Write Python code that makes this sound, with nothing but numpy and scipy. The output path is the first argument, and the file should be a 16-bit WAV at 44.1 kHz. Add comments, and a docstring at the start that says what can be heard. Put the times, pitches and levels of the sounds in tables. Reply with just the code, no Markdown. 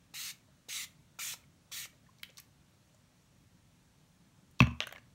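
"""A quiet bedroom: faint house rumble and microphone hiss throughout.
From 0.1 to 1.9 s a small pump bottle is pressed four times, close by; each stroke taps the plunger
and hisses a fine mist. Liquid blips inside. From 2.2 s the cap and pump head click in the hand.
At 4.6 s the bottle is set down on a wooden desk, knocks, rocks on its base and settles."""
import sys
import numpy as np
from scipy import signal
from scipy.fft import rfft, irfft, next_fast_len
from scipy.io import wavfile
from scipy.ndimage import uniform_filter1d

SR = 44100
rng = np.random.default_rng(int(sys.argv[2]) if len(sys.argv) > 2 else 0)


def dump(signal):
    """Clip the signal to [-1, 1] and save it as 16-bit WAV at the path in sys.argv[1]."""
    limited = np.clip(np.atleast_2d(signal).T, -1, 1)
    pcm = np.round(limited * 32767).astype(np.int16)
    wavfile.write(sys.argv[1], SR, pcm)


N = 226850

# Pump strokes: start_s, length_s, mist_db, swell_db, bright_db, fullness_db, tilt_db_per_octave,
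# band_hz, plunger_hz, break_free_db, bottom_out_db
STROKES = [(0.138, 0.17, -45.5, 4, 3, 0, 1.5, 3850, 840, -50, -74),
           (.685, 0.16, -44.5, 2.5, 4.5, -1, 0.5, 3900, 550, -52, -76),
           (1.188, 0.15, -41.5, -1, 4.5, 4.5, 1.8, 2470, 1060, -43.5, -45),
           (1.715, 0.14, -44.5, -2, 7, 2.5, 1, 2260, 1020, -48, -49.5)]


def amp(db):
    """dB to gain."""
    return 10 ** (np.asarray(db) / 20)


def unit(x):
    """Scale to rms 1."""
    return x / np.sqrt(np.mean(x ** 2) + 1e-20)


def along(points, hz):
    """Interpolate (freq_hz, value) points on a log frequency axis."""
    f, v = np.transpose(points)
    return np.interp(np.log(hz + 1), np.log(f + 1), v)


def filtered(x, response):
    """Apply the gain response(hz)."""
    m = next_fast_len(N + SR // 2)
    return irfft(rfft(x, m) * response(np.fft.rfftfreq(m, 1 / SR)), m)[..., :N]


def add(track, start_s, sound):
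    """Mix sound into track."""
    track[round(start_s * SR):][:len(sound)] += sound


def rush(spectrum, patchy_db, frames):
    """Coloured noise, rms 1, with random gain patches about `frames` long."""
    z = signal.stft(rng.standard_normal(N + SR), nperseg=512)[2]
    patches = uniform_filter1d(rng.standard_normal(z.shape), size=4, axis=0)
    patches = uniform_filter1d(patches, size=frames, axis=1)
    noise = signal.istft(z * amp(patchy_db * unit(patches)), nperseg=512)[1][:N]
    return unit(filtered(noise, lambda hz: amp(along(spectrum, hz))))


def ring(modes, t, attack_s, detune, scatter_db):
    """Damped modes, new strengths per blow; grip and fill detune them slightly."""
    draws = rng.standard_normal((len(modes), 2))
    sines = (amp(db + scatter_db * a - 60 * t / t60_s) * np.sin(2 * np.pi * hz * np.exp(detune * b) * t)
             for (hz, db, t60_s), (a, b) in zip(modes, draws))
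    return sum(sines) * (1 - np.exp(-t / attack_s))


def crack(t, t60_s):
    """Bright noise burst."""
    return amp(-60 * t / t60_s) * np.diff(rng.standard_normal(len(t) + 1))


def clack(t, hz, octaves, t60_s):
    """Noise burst through one broad resonance of the plastic, peak 1."""
    edges_hz = np.clip(hz * 2 ** (np.array([-.5, .5]) * octaves), 300, 16000)
    noise = amp(-60 * t / t60_s) * rng.standard_normal(len(t))
    burst = signal.lfilter(*signal.butter(2, edges_hz, "band", fs=SR), noise)
    return burst / np.abs(burst).max()


def noise_floor():
    """Gently swelling house rumble plus steady microphone hiss."""
    rumble_spectrum = [(15, -44), (25, -0.5), (48, 1.5), (69, -1), (102, 0.5), (166, 0.5), (190, -3),
                       (211, -9.5), (249, -7.5), (400, -23.5), (520, -34.5), (880, -120)]  # freq_hz, density_db
    rumble_curve = [(0.0, -68), (0.45, -70.5), (0.68, -70), (0.88, -67), (1.23, -68.5), (1.34, -67.5),
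                    (2.51, -69.5), (2.59, -69), (3.22, -71), (3.42, -69.5), (4.252, -70), (4.5, -67)]  # time_s, relative_db
    hiss_spectrum = [(180, -11), (300, -6.5), (360, -11), (418, -12.5), (486, -10.5), (546, -9.5),
                     (667, -10.5), (814, -14.5), (856, -10.5), (930, -12.5), (2210, -16), (2740, -16.5),
                     (6000, -17.5), (15200, -30.5), (16000, -14.5)]  # freq_hz, density_db
    rumble_db = np.interp(np.arange(N) / SR, *np.transpose(rumble_curve)) + 5
    rumble = amp(rumble_db) * rush(rumble_spectrum, patchy_db=1.05, frames=12)
    return rumble + amp(-68.5) * rush(hiss_spectrum, patchy_db=1.0, frames=12)


def room(x):
    """Wall reverb, decay per frequency; the tail changes as the bottle moves."""
    wall_decay = [(200, 0.26), (1000, 0.43), (4000, 0.26), (12000, 0.243)]  # freq_hz, t60_s
    wet, step = np.zeros(N + 2 * SR), SR // 12
    for start in range(0, N, step):
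        hz, t, z = signal.stft(rng.standard_normal(SR // 2), SR, nperseg=256)
        tail = signal.istft(z * amp(-60 * t / along(wall_decay, hz)[:, None]), SR, nperseg=256)[1]
        add(wet, (start + 200) / SR, signal.fftconvolve(x[start:start + step], tail / np.linalg.norm(tail)))
    return wet[:N]


def bubbles():
    """Blips in the liquid: soft onset, rising pitch; low ones last longer."""
    blips = [(.477, -67, 635), (1.434, -61, 2240), (1.925, -66.5, 604), (1.926, -68, 1970),
             (2.062, -65, 1810), (2.085, -58.5, 1055), (2.195, -64, 2260), (2.287, -61, 550),
             (2.378, -58, 1162), (2.938, -66, 620)]  # start_s, level_db, nominal_hz
    out, t = np.zeros(N + SR), np.arange(SR // 10) / SR
    for start_s, db, hz in blips:
        life_s = 0.019 * np.sqrt(1000 / hz)
        age = np.minimum(t / life_s, 1)
        tone = np.sin(2 * np.pi * hz * t * (0.953 + 0.034 * age))
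        noise = amp(0.5) * clack(t, hz, octaves=1.0, t60_s=.1)
        add(out, start_s, amp(db) * np.sin(np.pi * age) ** 2 * (tone + noise))
    return out[:N]


def cap_clicks():
    """Cap and pump head click drily in the hand."""
    clicks = [(2.185, -55, 4730, 0.019, -16), (2.196, -55, 4600, .015, -21),
              (2.2319, -31.5, 2720, 0.013, -11.5), (2.235, -42.5, 2360, 0.032, -16),
              (2.241, -42.5, 3300, 0.011, -24), (2.25, -51, 2940, .03, -13), (2.267, -60, 2820, 0.019, -30),
              (2.289, -52, 2760, 0.1, -29), (2.302, -53, 5150, .012, -29), (2.372, -38.5, 4470, 0.022, -17),
              (2.38, -42, 5200, 0.058, -7), (2.382, -49.5, 2180, 0.093, -2), (2.4, -46.5, 4800, 0.017, 2),
              (2.946, -59, 6140, 0.038, -10), (4.512, -68, 8600, 0.027, 6.5),
              (4.593, -41, 4340, 0.046, -18.5)]  # start_s, level_db, centre_hz, t60_s, crack_relative_db
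    out, t = np.zeros(N + SR), np.arange(SR // 10) / SR
    for start_s, db, hz, t60_s, crack_db in clicks:
        body = clack(t, hz, octaves=0.68, t60_s=t60_s)
        add(out, start_s, amp(db) * (body + amp(crack_db) * crack(t, t60_s=0.018)))
    return out[:N]


def plunger():
    """Dull taps as the plunger breaks free and bottoms out."""
    partials = [(1, 2.5), (.52, -6), (.73, -5.5), (1.35, 1)]  # pitch_ratio, level_db
    t60_s = 0.021
    out, t = np.zeros(N + SR), np.arange(SR // 10) / SR
    for start_s, length_s, *_, hz, free_db, bottom_db in STROKES:
        modes = [(ratio * hz, db, t60_s) for ratio, db in partials]
        for tap_s, db in (start_s, free_db), (start_s + length_s, bottom_db):
            add(out, tap_s, amp(db) * ring(modes, t, attack_s=0.00075, detune=0.07, scatter_db=3))
    return out[:N]


def chatter(per_run):
    """Small uneven contacts fading as the base settles; rows like the blows in knocks()."""
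    runs = [(4.605, 0.096, -41), (4.804, 0.044, -40), (4.875, .12, -41)]  # start_s, length_s, level_db
    nominal_hz, t60_s, fade_db = 2580, 0.015, 15
    rows = []
    for start_s, length_s, level_db in runs:
        for k, (jitter, pitch_draw) in enumerate(rng.random((per_run, 2))):
            progress = (k + jitter) / per_run
            db = level_db - fade_db * progress
            hz = nominal_hz * (0.755 + 0.61 * pitch_draw)
            rows.append((start_s + length_s * progress, db, hz, t60_s, db + 2, db - 20, db - 28))
    return rows


def knocks():
    """Each contact rings the rim and rattles the shell; the desk top swings down just after."""
    # Bottle on desk: start_s, rim_db, rim_hz, rim_t60_s, shell_db, thud_db, crack_db
    blows = [(4.6038, -2, 2560, .012, -16, 0, -40), (4.62, -15, 2250, .012, -27, -10, -47),
             (4.627, -28, 2230, .03, -36, -43, -64), (4.67, -34, 2620, .007, -35, -20, -60),
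             (4.712, -50, 2500, .01, -55, -26, -75), (4.8044, -5, 2700, .0035, -27, -49, -54),
             (4.8145, -24, 3190, .009, -38, -59, -62), (4.822, -26, 3040, .012, -38, -61, -63),
             (4.829, -25, 3300, .01, -41, -56, -65), (4.834, -32, 3100, .012, -42, -58, -65),
             (4.838, -32, 2900, .016, -44, -63, -65), (4.8705, -30, 2330, .006, -32, -42, -44),
             (4.925, -35, 2180, .01, -37, -57, -46), (4.96, -44, 2080, .012, -41, -54, -66),
             (4.981, -47, 2670, .012, -45, -46, -71)]
    shell_modes = [(637, -7.5, 0.026), (797, -9.5, 0.019), (1147, -1, 0.013), (1530, -5, 0.015),
                   (1656, -2, 0.013), (1980, -2, 0.018), (2900, -6, 0.013), (3630, -9, 0.0047),
                   (4770, -13.5, 0.0031), (6040, -0.5, 0.0049), (7460, -31, .004)]  # plastic: freq_hz, level_db, t60_s
    desk_modes = [(75, -18, .26), (96, -26, .26), (123, -33, .3), (132, -2.5, .075), (158, -4.5, .063),
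                  (187, -2, .05), (223, -8.5, .075), (237, -34, .4), (335, -26, .04)]  # damped thud over faint lasting modes: freq_hz, level_db, t60_s
    bottle, desk = np.zeros((2, N + SR))
    t, t_long = np.arange(SR // 10) / SR, np.arange(SR // 2) / SR
    for start_s, db, hz, t60_s, shell_db, thud_db, crack_db in blows + chatter(per_run=9):
        rim = amp(db) * ring([(hz, 0, t60_s)], t, attack_s=.0007, detune=.006, scatter_db=.5)
        clatter_db = -16 + 0.81 * db  # grows slower than the rim
        clatter = amp(clatter_db) * clack(t, hz=2950, octaves=.85, t60_s=1.6 * t60_s)
        shell = amp(shell_db) * ring(shell_modes, t, attack_s=0.00075, detune=0.057, scatter_db=4.5)
        add(bottle, start_s, rim + clatter + shell + amp(crack_db) * crack(t, t60_s=0.013))
        thud = -amp(thud_db) * ring(desk_modes, t_long, attack_s=.01, detune=.002, scatter_db=.5)
        add(desk, start_s + .0042, thud)
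    return bottle[:N], desk[:N]


def spray():
    """Liquid tears into droplets at the nozzle: turbulent, sputtering noise, brightest mid-stroke."""
    mist_spectrum = [(290, -33), (520, -31), (880, -21), (1400, -10.5), (1580, -15.5), (1800, -4),
                     (2400, -1.5), (2900, -3), (3800, -3), (5000, -4.5), (6500, -5.5), (10400, -16),
                     (16000, -14.5)]  # freq_hz, density_db
    attack_s, attack_db, arch_db, release_db_per_s = 0.0047, 15.5, 1.5, 998
    band_db, band_octaves = 3.5, 0.067  # strongest band; shifts as the hand turns the nozzle
    t, mist = np.arange(N) / SR, np.zeros(N)
    sputter = amp(0.44 * unit(uniform_filter1d(rng.standard_normal(N), size=40)))
    for start_s, length_s, db, swell_db, bright_db, fullness_db, tilt, band_hz, *_ in STROKES:
        def colour(hz):
            low_db = fullness_db / (1 + (hz / 1500) ** 6)
            slope_db = tilt * np.log2(np.clip(hz, 1500, 7000) / 3500)
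            peak_db = band_db * np.exp(-(np.log2((hz + 1) / band_hz) / band_octaves) ** 2)
            return amp(low_db + slope_db + peak_db)

        jet = unit(sputter * filtered(rush(mist_spectrum, patchy_db=2.85, frames=16), colour))
        treble = filtered(jet, lambda hz: 1 / (1 + (7500 / (hz + 1)) ** 4))
        age_s = t - start_s
        progress = np.clip(age_s / length_s, 0, 1)
        arch = np.sin(np.pi * progress)
        opening_db = attack_db * np.clip(1 - age_s / attack_s, 0, 1)
        collapse_db = release_db_per_s * np.maximum(age_s - length_s, 0)
        level_db = db + swell_db * progress + arch_db * arch - opening_db - collapse_db
        mist += (age_s >= 0) * amp(level_db) * (jet + (amp(bright_db * arch) - 1) * treble)
    return mist


def scene():
    """Mono mix: bottle, desk, wall reverb, noise floor."""
    mist = spray()
    handling = plunger() + cap_clicks() + bubbles()
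    bottle, desk = knocks()
    walls = room(amp(-13.5) * mist + amp(-12.5) * handling + amp(-14.5) * bottle)
    return (mist + handling + bottle + desk + walls + noise_floor())[None]


def record(dry):
    """The microphone colours the treble and drops deep bass; the camera limits the band."""
    housed_mic = [(4300, 0), (5000, -3), (5600, 0), (9300, 1.5), (10400, -1.5), (11400, 1.5), (13500, 0),
                  (15500, -2.5)]  # freq_hz, gain_db
    pole_hz, top_hz = 45, 15750

    def response(hz):
        highpass = (1j * hz / (pole_hz + 1j * hz)) ** 3
        return (hz < top_hz) * amp(along(housed_mic, hz)) * highpass

    return filtered(dry, response)


dry = scene()
out = record(dry)
dump(out)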